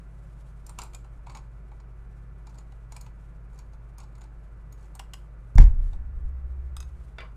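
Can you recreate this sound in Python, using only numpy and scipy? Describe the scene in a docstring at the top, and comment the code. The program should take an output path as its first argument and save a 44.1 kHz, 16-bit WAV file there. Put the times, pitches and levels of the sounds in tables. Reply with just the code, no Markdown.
"""Steady hum, rumble and small-room air. An arm slides as hobby tools are picked through on a desk:
each touch clicks, scuffs and rings the desk board. Near 5 s hard plastic snaps twice.
At 5.6 s a miniature is set down and the hand knocks the desk: loose things clatter, the microphone
stand booms, overloads the input, then sways and shivers on.
At 6.8 s a thin steel tool clinks as it is taken up; at 7.2 s a light thing is dropped aside."""
import sys
import numpy as np
from scipy import signal
from scipy.fft import rfft, irfft
from scipy.io import wavfile

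SR = 44100
rng = np.random.default_rng(int(sys.argv[2]) if len(sys.argv) > 2 else 0)


def generate_wav(sig):
    """Save sig (samples, or channels by samples) to the path in sys.argv[1] as 16-bit PCM at SR."""
    pcm = np.round(np.clip(np.atleast_2d(sig).T, -1, 1) * 32767).astype(np.int16)
    wavfile.write(sys.argv[1], SR, pcm)


N = 324576
TIME = np.arange(N) / SR
BIN_HZ = np.fft.rfftfreq(N, 1 / SR)
JOLT_S = 5.59  # the knock sets the stand and loose things going


def gain(db):
    """Decibels to amplitude."""
    return 10 ** (np.asarray(db) / 20)


def unit_rms(x):
    """Scale to rms 1."""
    return x / np.sqrt(np.mean(x ** 2) + 1e-20)


def curve_at(points, hz):
    """Interpolate (frequency, value) points over log frequency."""
    point_hz, value = np.transpose(points)
    return np.interp(np.log(hz + 1), np.log(point_hz + 1), value)


def add(mix, start_s, sound):
    """Mix a sound in at start_s."""
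    part = mix[max(round(start_s * SR), 0):][:len(sound)]
    part += sound[:len(part)]


def coloured(x, spectrum):
    """Filter by (frequency [Hz], level [dB]) points; rms 1."""
    return unit_rms(irfft(rfft(x) * gain(curve_at(spectrum, BIN_HZ)), N))


def noise(spectrum):
    """Steady coloured noise, rms 1."""
    return coloured(rng.standard_normal(N), spectrum)


def drift(rate_hz):
    """Random wander below about rate_hz, rms 1."""
    return unit_rms(irfft(rfft(rng.standard_normal(N)) / (1 + (BIN_HZ / rate_hz) ** 4), N))


def swell(centre_s, half_width_s):
    """Gaussian envelope, height 1."""
    return np.exp(-((TIME - centre_s) / half_width_s) ** 2)


def jolted(db, rise_s, t60_s):
    """Envelope after the knock: rise, then exponential decay."""
    age_s = np.maximum(TIME - JOLT_S, 0)
    return (1 - np.exp(-age_s / rise_s)) * gain(db - 60 * age_s / t60_s)


def soft_pulse(start_s, contact_s):
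    """Sine-squared force of a soft contact."""
    return np.sin(np.pi * np.clip((TIME - start_s) / contact_s, 0, 1)) ** 2


def ring(modes, t):
    """Decaying sines of a struck body."""
    return sum(gain(db - 60 * t / t60_s) * np.sin(2 * np.pi * hz * t) for hz, db, t60_s in modes)


def tilted(x, db_per_octave):
    """Spectral tilt: harder contacts are brighter."""
    octaves = np.log2(np.clip(np.fft.rfftfreq(len(x), 1 / SR), 1000, 14000) / 5000)
    return irfft(rfft(x) * gain(db_per_octave * octaves), len(x))


def contacts(touches, modes, *, trim_db, accent_db, crack_db, crack_t60_s, chatter, chatter_t60_s,
             board_hz, board_lag_s, board_trim_db, board_t60_s, mode_spread_db=0, size_spread=0):
    """Each touch: a crack plus micro-impacts that ring the object and the desk board under it."""
    # desk board modes: (multiple of board_hz, level [dB])
    board_modes = [(1, 4.5), (.9, -8.5), (1.13, -7), (1.42, -15), (2.3, -12.5)]
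    out, t = np.zeros(N), np.arange(SR // 10) / SR
    lead = np.zeros(SR // 100)  # space for the tilt's pre-ring
    crack_band = signal.butter(2, [1300, 11000], "bandpass", fs=SR, output="sos")
    board_highpass = signal.butter(3, 600, "highpass", fs=SR, output="sos")
    for start_s, click_db, board_db, tilt, accent_hz in touches:
        grit, slips, grain, place = rng.standard_normal((4, len(t)))
        scrape = chatter * gain(-60 * t / chatter_t60_s) * (1 - np.exp(-t / 0.00084))
        force = (t == 0) + scrape * slips
        scaled_t = t * (1 + size_spread * np.tanh(place[-1]))  # smaller tools ring higher
        # strike position weights the modes; neighbours swing in opposite senses
        body = sum((-1) ** k * gain(mode_spread_db * place[k]) * ring([mode], scaled_t)
                   for k, mode in enumerate(modes))
        body = unit_rms(body) + gain(accent_db) * unit_rms(ring([(accent_hz, 0, 0.012)], t))
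        burst = grit * gain(-60 * t / crack_t60_s) * (1 - np.exp(-t / 0.00047))
        crack = gain(crack_db) * unit_rms(signal.sosfilt(crack_band, burst))
        click = unit_rms(signal.fftconvolve(force, body)[:len(t)]) + crack
        click = tilted(np.r_[lead, click], tilt)
        add(out, start_s - len(lead) / SR, gain(click_db + trim_db) * click / abs(click).max())
        board = ring([(ratio * board_hz, db, board_t60_s) for ratio, db in board_modes], scaled_t)
        thud = signal.fftconvolve(force + scrape * grain, board)[:len(t)]
        thud = unit_rms(signal.sosfilt(board_highpass, thud))
        add(out, start_s + board_lag_s, gain(board_db + board_trim_db) * thud)
    return out


def hum():
    """Steady tones, wavering in level and phase."""
    # hum lines: (frequency [Hz], rms level [dB], waver [fraction])
    lines = [(51.4, -43.5, 0.011), (120.3, -55, 0.087), (155.2, -63, 0.43), (358.4, -74.5, 0.93),
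             (1670, -89, 0.66), (1745, -81.5, .5), (1970, -82.5, 0.35)]
    out = np.zeros(N)
    for hz, db, waver in lines:
        phasor = 1 + waver * (drift(1.6) + 1j * drift(1.9))
        out += gain(db) * unit_rms((phasor * np.exp(2j * np.pi * hz * TIME)).real)
    return out


def room_air(midband_db):
    """Steady air noise, level set in the 200-3000 Hz band."""
    # (frequency [Hz], density [dB])
    spectrum = [(120, -36), (200, -8.5), (234, -1.5), (255, -9), (294, -2.5), (326, -9), (362, -4),
                (471, -6.5), (591, -7), (809, -11), (1440, -9.5), (1840, -21), (2310, -19.5),
                (3210, -33.5), (12500, -45), (15000, -52)]
    air = noise(spectrum)
    midband = signal.sosfilt(signal.butter(4, [200, 3000], "bandpass", fs=SR, output="sos"), air)
    return gain(midband_db) * air / midband.std()


def rumble(rms_db):
    """Steady low noise of the building."""
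    # rumble spectrum: (frequency [Hz], density [dB])
    spectrum = [(8, -19), (21, -0.5), (30, -5), (39, 1.5), (48, -11.5), (70, -16.5), (87, -4), (101, -14),
                (131, -5), (143, -9.5), (165, -11), (195, -17.5), (260, -35), (1000, -95)]
    return gain(rms_db) * noise(spectrum)


def arm_slide(rest_db, trim_db, flicker_db):
    """Skin and sleeve hiss as the arm moves; it is never quite still."""
    # arm moves: (centre [s], half width [s], level [dB])
    moves = [(.45, 0.64, -76), (2.55, .15, -79), (3.23, 0.032, -75), (4.8, .1, -72.5), (5.85, 0.085, -67.5),
             (7.0, 0.1, -69.5)]
    # friction spectrum: (frequency [Hz], density [dB])
    spectrum = [(800, -7), (3000, -9), (5000, -14.5), (7200, -11.5), (8500, -12), (10000, -13),
                (12500, -23), (16000, -24)]
    motion = gain(rest_db) + sum(gain(db) * swell(at_s, width_s) for at_s, width_s, db in moves)
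    return motion * noise(spectrum) * gain(trim_db + flicker_db * drift(25))


def loose_tools():
    """Tools click and rub against each other while picked through."""
    # tool touches: (time [s], click [dB], board [dB], tilt [dB/octave], accent [Hz])
    rattles = [(0.6655, -38, -62, 6.5, 5860), (0.6943, -34, -49.5, 0.5, 8600),
               (0.7878, -23.5, -39.5, -.5, 2750), (0.8178, -28.5, -50, -1.5, 7160),
               (0.8347, -35, -56, 6, 7100), (0.9348, -44, -55, 1, 2440), (0.9476, -31.5, -57, -0.5, 7650),
               (1.0456, -51.5, -53.5, -2, 2670), (1.2686, -46, -40.5, -5, 2380),
               (1.297, -41, -49, -7, 4560), (1.3505, -35, -45.5, -4.5, 6700),
               (1.3718, -40, -46.5, -2.5, 6800), (1.7168, -64, -49, 0, 4130), (1.8013, -52, -58, -6, 6800),
               (2.4697, -45.5, -53, -4.5, 6600), (2.5846, -43.5, -57, 0, 7000),
               (2.7218, -51, -56, -0.5, 2800), (2.9217, -36.5, -52, 1.5, 6960),
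               (2.9648, -34.5, -55, .5, 6900), (3.0115, -37.5, -59, 8, 6960),
               (3.0645, -48.5, -50, -2, 2600), (3.5893, -41.5, -55, 2.5, 6660),
               (3.7343, -55.5, -56.5, -5, 4600), (3.9828, -40.5, -57, 6, 6560), (4.002, -43, -59, -3, 7900),
               (4.2158, -43.5, -58, -5, 7130), (4.7246, -45, -74, 5, 6680), (4.9522, -37, -50.5, 8, 8600),
               (5.5543, -43, -52, 6, 2320), (5.932, -48.5, -51.5, -6, 3700)]
    # tool modes: (frequency [Hz], level [dB], t60 [s])
    modes = [(2280, -5, 0.036), (2396, -6, 0.05), (2790, -26, 0.051), (4110, 0.5, 0.02), (4140, -15, 0.049),
             (4570, 5, 0.012), (5600, 5.5, 0.0071), (6690, 11.5, 0.0075), (7130, 6.5, 0.025),
             (7650, 6.5, 0.0048), (8560, 2.5, 0.016), (10000, -18, 0.018), (11200, -48, .02)]
    touches = list(rattles) + fidgets(per_spell=6)
    clicks = contacts(touches, modes, trim_db=-2.5, accent_db=-1.5, crack_db=-5, crack_t60_s=0.022,
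                      chatter=0.15, chatter_t60_s=0.029, mode_spread_db=3.5, size_spread=0.052,
                      board_hz=909, board_lag_s=0.00121, board_trim_db=-15, board_t60_s=0.035)
    return clicks + scuffs(touches, trim_db=-11, rise_s=0.0042, fall_s=0.017)


def scuffs(touches, trim_db, rise_s, fall_s, grain_db=-0.5, grains_per_s=2500):
    """Gritty friction around each touch as tools meet and part."""
    # scuff spectrum: (frequency [Hz], density [dB])
    spectrum = [(300, -1.5), (650, 0.5), (900, 10), (1350, 4), (1800, -16), (2400, -3), (3200, -11.5),
                (4200, -6), (5600, -19), (7100, -13.5), (9000, -16), (15000, -58)]
    t = np.arange(-SR // 20, SR // 5) / SR
    envelope = np.exp(np.minimum(t / rise_s, -t / fall_s))
    pressure = np.zeros(N)
    for touch_s, click_db, board_db, *_ in touches:
        add(pressure, touch_s + t[0], gain((click_db + board_db) / 2) * envelope)
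    grains = rng.standard_normal(N) * gain(grain_db * np.minimum(rng.exponential(1, N), 4))
    grains *= rng.random(N) < grains_per_s / SR
    return gain(trim_db) * pressure * coloured(grains, spectrum)


def fidgets(per_spell, spread_db=1.5, board_offset_db=-6, accent_hz=6800, spread_octaves=0.25):
    """Rows for contacts(): faint random touches while the tools are fingered."""
    # spells of fingering: (start [s], length [s], click [dB])
    spells = [(.8, .07, -53.5), (1.287, 0.1, -54), (2.473, .15, -57), (2.931, 0.13, -57.5),
              (3.527, .08, -58.5), (3.986, 0.057, -54.5), (4.131, 0.13, -53), (4.767, 0.1, -61)]
    touches = []
    for start_s, length_s, spell_db in spells:
        times_s = start_s + length_s * (np.arange(per_spell) + rng.random(per_spell)) / per_spell
        clicks_db = spell_db + spread_db * rng.standard_normal(per_spell)
        accents_hz = accent_hz * 2 ** (spread_octaves * rng.standard_normal(per_spell))
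        for at_s, db, hz in zip(times_s, clicks_db, accents_hz):
            touches.append((at_s, db, db + board_offset_db, 0, hz))
    return touches


def plastic_snaps():
    """Hard plastic snaps against its neighbours."""
    # snaps: (time [s], click [dB], board [dB], tilt [dB/octave], accent [Hz])
    touches = [(4.9936, -31.5, -41.5, -1, 2840), (5.1352, -29.5, -50, -0.83, 2840)]
    # plastic modes: (frequency [Hz], level [dB], t60 [s])
    modes = [(2130, 1, 0.03), (2850, -10, 0.015), (2840, 0, 0.017), (3320, 2, 0.018), (4100, -13, 0.0096),
             (4950, 0, 0.026), (5340, 3, .015), (5770, -12, .015), (6950, 4, 0.026), (7970, 3, 0.017),
             (8600, -6, .012), (10300, -1, 0.014)]
    return contacts(touches, modes, trim_db=-1, accent_db=1, crack_db=-1.5, crack_t60_s=0.028,
                    chatter=0.3, chatter_t60_s=0.027,
                    board_hz=1000, board_lag_s=0.00264, board_trim_db=-12.5, board_t60_s=0.022)


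def hand_press():
    """The soft hand pushes down just ahead of the blow: dull, no ring."""
    # pushes: (time [s], force [dB], contact [s])
    pushes = [(5.5555, -5, 0.0102), (5.5716, -2.5, 0.0182)]
    force = sum(gain(db) * soft_pulse(at_s, contact_s) for at_s, db, contact_s in pushes)
    return signal.sosfilt(signal.butter(1, 8, "highpass", fs=SR, output="sos"), force)


def miniature_landing():
    """The miniature's base lands and rocks."""
    # landings: (time [s], click [dB], board [dB], tilt [dB/octave], accent [Hz])
    touches = [(5.5821, -15, -18, -2.5, 2090), (5.6092, -44, -59, 1, 2150), (5.6254, -41, -45, 5, 5600),
               (5.6374, -43, -51, 3, 7300)]
    # base modes: (frequency [Hz], level [dB], t60 [s])
    modes = [(1550, -4, 0.023), (1810, 2.5, 0.02), (2090, -5, 0.052), (2330, -5.5, 0.013),
             (2840, -14, 0.012), (3550, -6.5, 0.0076), (5000, -1.5, 0.01), (5650, -1.5, 0.016),
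             (7000, -4, 0.027)]
    return contacts(touches, modes, trim_db=-3, accent_db=-13.5, crack_db=-9, crack_t60_s=0.016,
                    chatter=0.04, chatter_t60_s=0.021,
                    board_hz=790, board_lag_s=0.00054, board_trim_db=-21.5, board_t60_s=0.023)


def stand_boom():
    """Soft, heavy blows travel through the desk and ring the microphone stand."""
    # blows on the desk: (time [s], impulse [dB], contact [s])
    knocks = [(5.5852, -2.5, 0.00943), (5.6328, -31, 0.0038), (5.699, -17.5, 0.017), (6.158, -33.5, 0.012),
              (6.247, -32, 0.012)]
    # desk and stand modes: (frequency [Hz], level [dB], t60 [s])
    modes = [(32.13, -4, 1), (36.23, 3, 0.4), (47.43, 2.5, 0.39), (69.2, 0, 0.24), (83, -15.5, 0.42),
             (101.6, -15.5, 0.58), (124, -4.5, 0.21), (148.6, -15, 0.25), (189.5, -13, 0.4),
             (215, -25, 0.099), (280, -7, 0.11), (362, -17, 0.23)]
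    force = sum(gain(db) * soft_pulse(at_s, contact_s) / (contact_s * SR / 2)
                for at_s, db, contact_s in knocks)
    return -signal.fftconvolve(force, ring(modes, TIME[:2 * SR]))[:N]


def clatter():
    """Loose things shaken by the knock: a short noise burst."""
    # clatter spectrum: (frequency [Hz], density [dB])
    spectrum = [(100, 8.5), (220, 2), (500, -8), (750, -12), (1100, -14.5), (2100, -19), (3500, -26),
                (7000, -31), (10000, -39), (15000, -48)]
    return jolted(db=-23.5, rise_s=0.0063, t60_s=0.2) * noise(spectrum)


def stand_sway():
    """The knocked stand sways: low noise that rises quickly and dies down."""
    # (frequency [Hz], density [dB])
    spectrum = [(3, 8), (12, -10.5), (25, 6), (35, -4.5), (50, -3.5), (80, -6.5), (110, -22.5),
                (250, -32.5), (1000, -82)]
    return jolted(db=-25.5, rise_s=0.049, t60_s=2.9) * noise(spectrum)


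def stand_shiver(hz, waver, crest_db):
    """The stand's springy arm shivers at one pitch, builds to a crest and fades."""
    cycles = np.cumsum(hz * (1 + waver * drift(1.77))) / SR
    envelope = gain(crest_db) * swell(JOLT_S + 0.88, half_width_s=0.5)
    return envelope * unit_rms(np.sin(2 * np.pi * cycles))


def steel_clinks():
    """A thin steel tool rings as it is taken up."""
    # clinks: (time [s], click [dB], board [dB], tilt [dB/octave], accent [Hz])
    touches = [(6.7668, -25, -57, 0.43, 8441), (6.8037, -28, -60, 0.32, 6416), (6.8268, -39, -66, -2, 3725)]
    # steel modes: (frequency [Hz], level [dB], t60 [s])
    modes = [(1320, -4, 0.02), (2550, -6.5, 0.1), (3725, 5, 0.025), (5020, -5, 0.048), (6416, -4, 0.015),
             (8441, -4, 0.062), (10140, -6, 0.034), (11700, -14, .03), (12600, -20, .03)]
    return contacts(touches, modes, trim_db=-5, accent_db=-2.5, crack_db=-5.5, crack_t60_s=0.015,
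                    chatter=0.066, chatter_t60_s=0.033,
                    board_hz=1250, board_lag_s=0.00141, board_trim_db=-2.5, board_t60_s=0.0074)


def light_bounces():
    """A light thing, dropped aside, bounces to rest."""
    # bounces: (time [s], click [dB], board [dB], tilt [dB/octave], accent [Hz])
    touches = [(7.1842, -30, -64, -11, 3490), (7.2052, -32, -63, -10, 2330), (7.217, -41, -52, -15, 2290),
               (7.233, -42, -51, -30, 2750), (7.247, -48, -55, -12, 2283)]
    # its modes: (frequency [Hz], level [dB], t60 [s])
    modes = [(642, -12.5, 0.028), (1360, -3.5, 0.022), (2036, 1.5, 0.035), (2260, 3, 0.052),
             (2750, 2.5, 0.026), (3660, 15.5, 0.0041), (4760, 12.5, 0.0099)]
    return contacts(touches, modes, trim_db=-1.1, accent_db=0, crack_db=-5, crack_t60_s=0.046,
                    chatter=0.054, chatter_t60_s=0.16,
                    board_hz=1210, board_lag_s=0.001, board_trim_db=-10.5, board_t60_s=0.011)


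def room(x, early_db, tail_db, taps_per_s=3000):
    """Direct sound, early echoes and a short tail that dies band by band."""
    # room decay: (frequency [Hz], t60 [s])
    decay = [(200, 0.31), (1000, 0.33), (3000, 0.24), (8000, 0.23), (15000, 0.24)]
    # echoes off the desk and nearby things: (delay [s], level [dB])
    echoes = [(.0017, -41), (.0029, -17), (.0043, -40), (.0061, -10.5), (.0094, -17.5), (0.0128, -12)]
    t = TIME[:SR // 2]
    taps = rng.choice([-1., 1.], len(t)) * (rng.random(len(t)) < taps_per_s / SR) * (t > 0.006)
    hz, frame_s, bands = signal.stft(taps, SR, nperseg=256)
    bands *= gain(-60 * frame_s / curve_at(decay, hz)[:, None])
    tail = signal.istft(bands, SR, nperseg=256)[1][:len(t)]
    response = gain(tail_db) * tail / np.linalg.norm(tail)
    for delay_s, db in echoes:
        add(response, delay_s, [gain(db + early_db)])
    return x + signal.fftconvolve(x, response)[:N]


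def scene():
    """Mono mix: objects sound through the room, the knock through the stand."""
    objects = clatter() + loose_tools() + plastic_snaps() + miniature_landing()
    objects += steel_clinks() + light_bounces()
    airborne = room(objects, early_db=-14, tail_db=-12)
    stand = hand_press() + stand_boom() + stand_shiver(hz=65.8, waver=0.011, crest_db=-34) + stand_sway()
    background = hum() + room_air(midband_db=-62)
    background += arm_slide(rest_db=-76, trim_db=-4.5, flicker_db=2.7) + rumble(rms_db=-51.5)
    return (airborne + stand + background)[None]


def record(dry):
    """The boom clips the input; a low-pass follows."""
    full_scale, cutoff_hz = 0.95, 15500
    clipped = np.clip(dry, -full_scale, full_scale)
    lowpass = signal.firwin(511, cutoff_hz, window=("kaiser", 9), fs=SR)
    return signal.oaconvolve(clipped, lowpass[None], "same")


dry = scene()
out = record(dry)
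generate_wav(out)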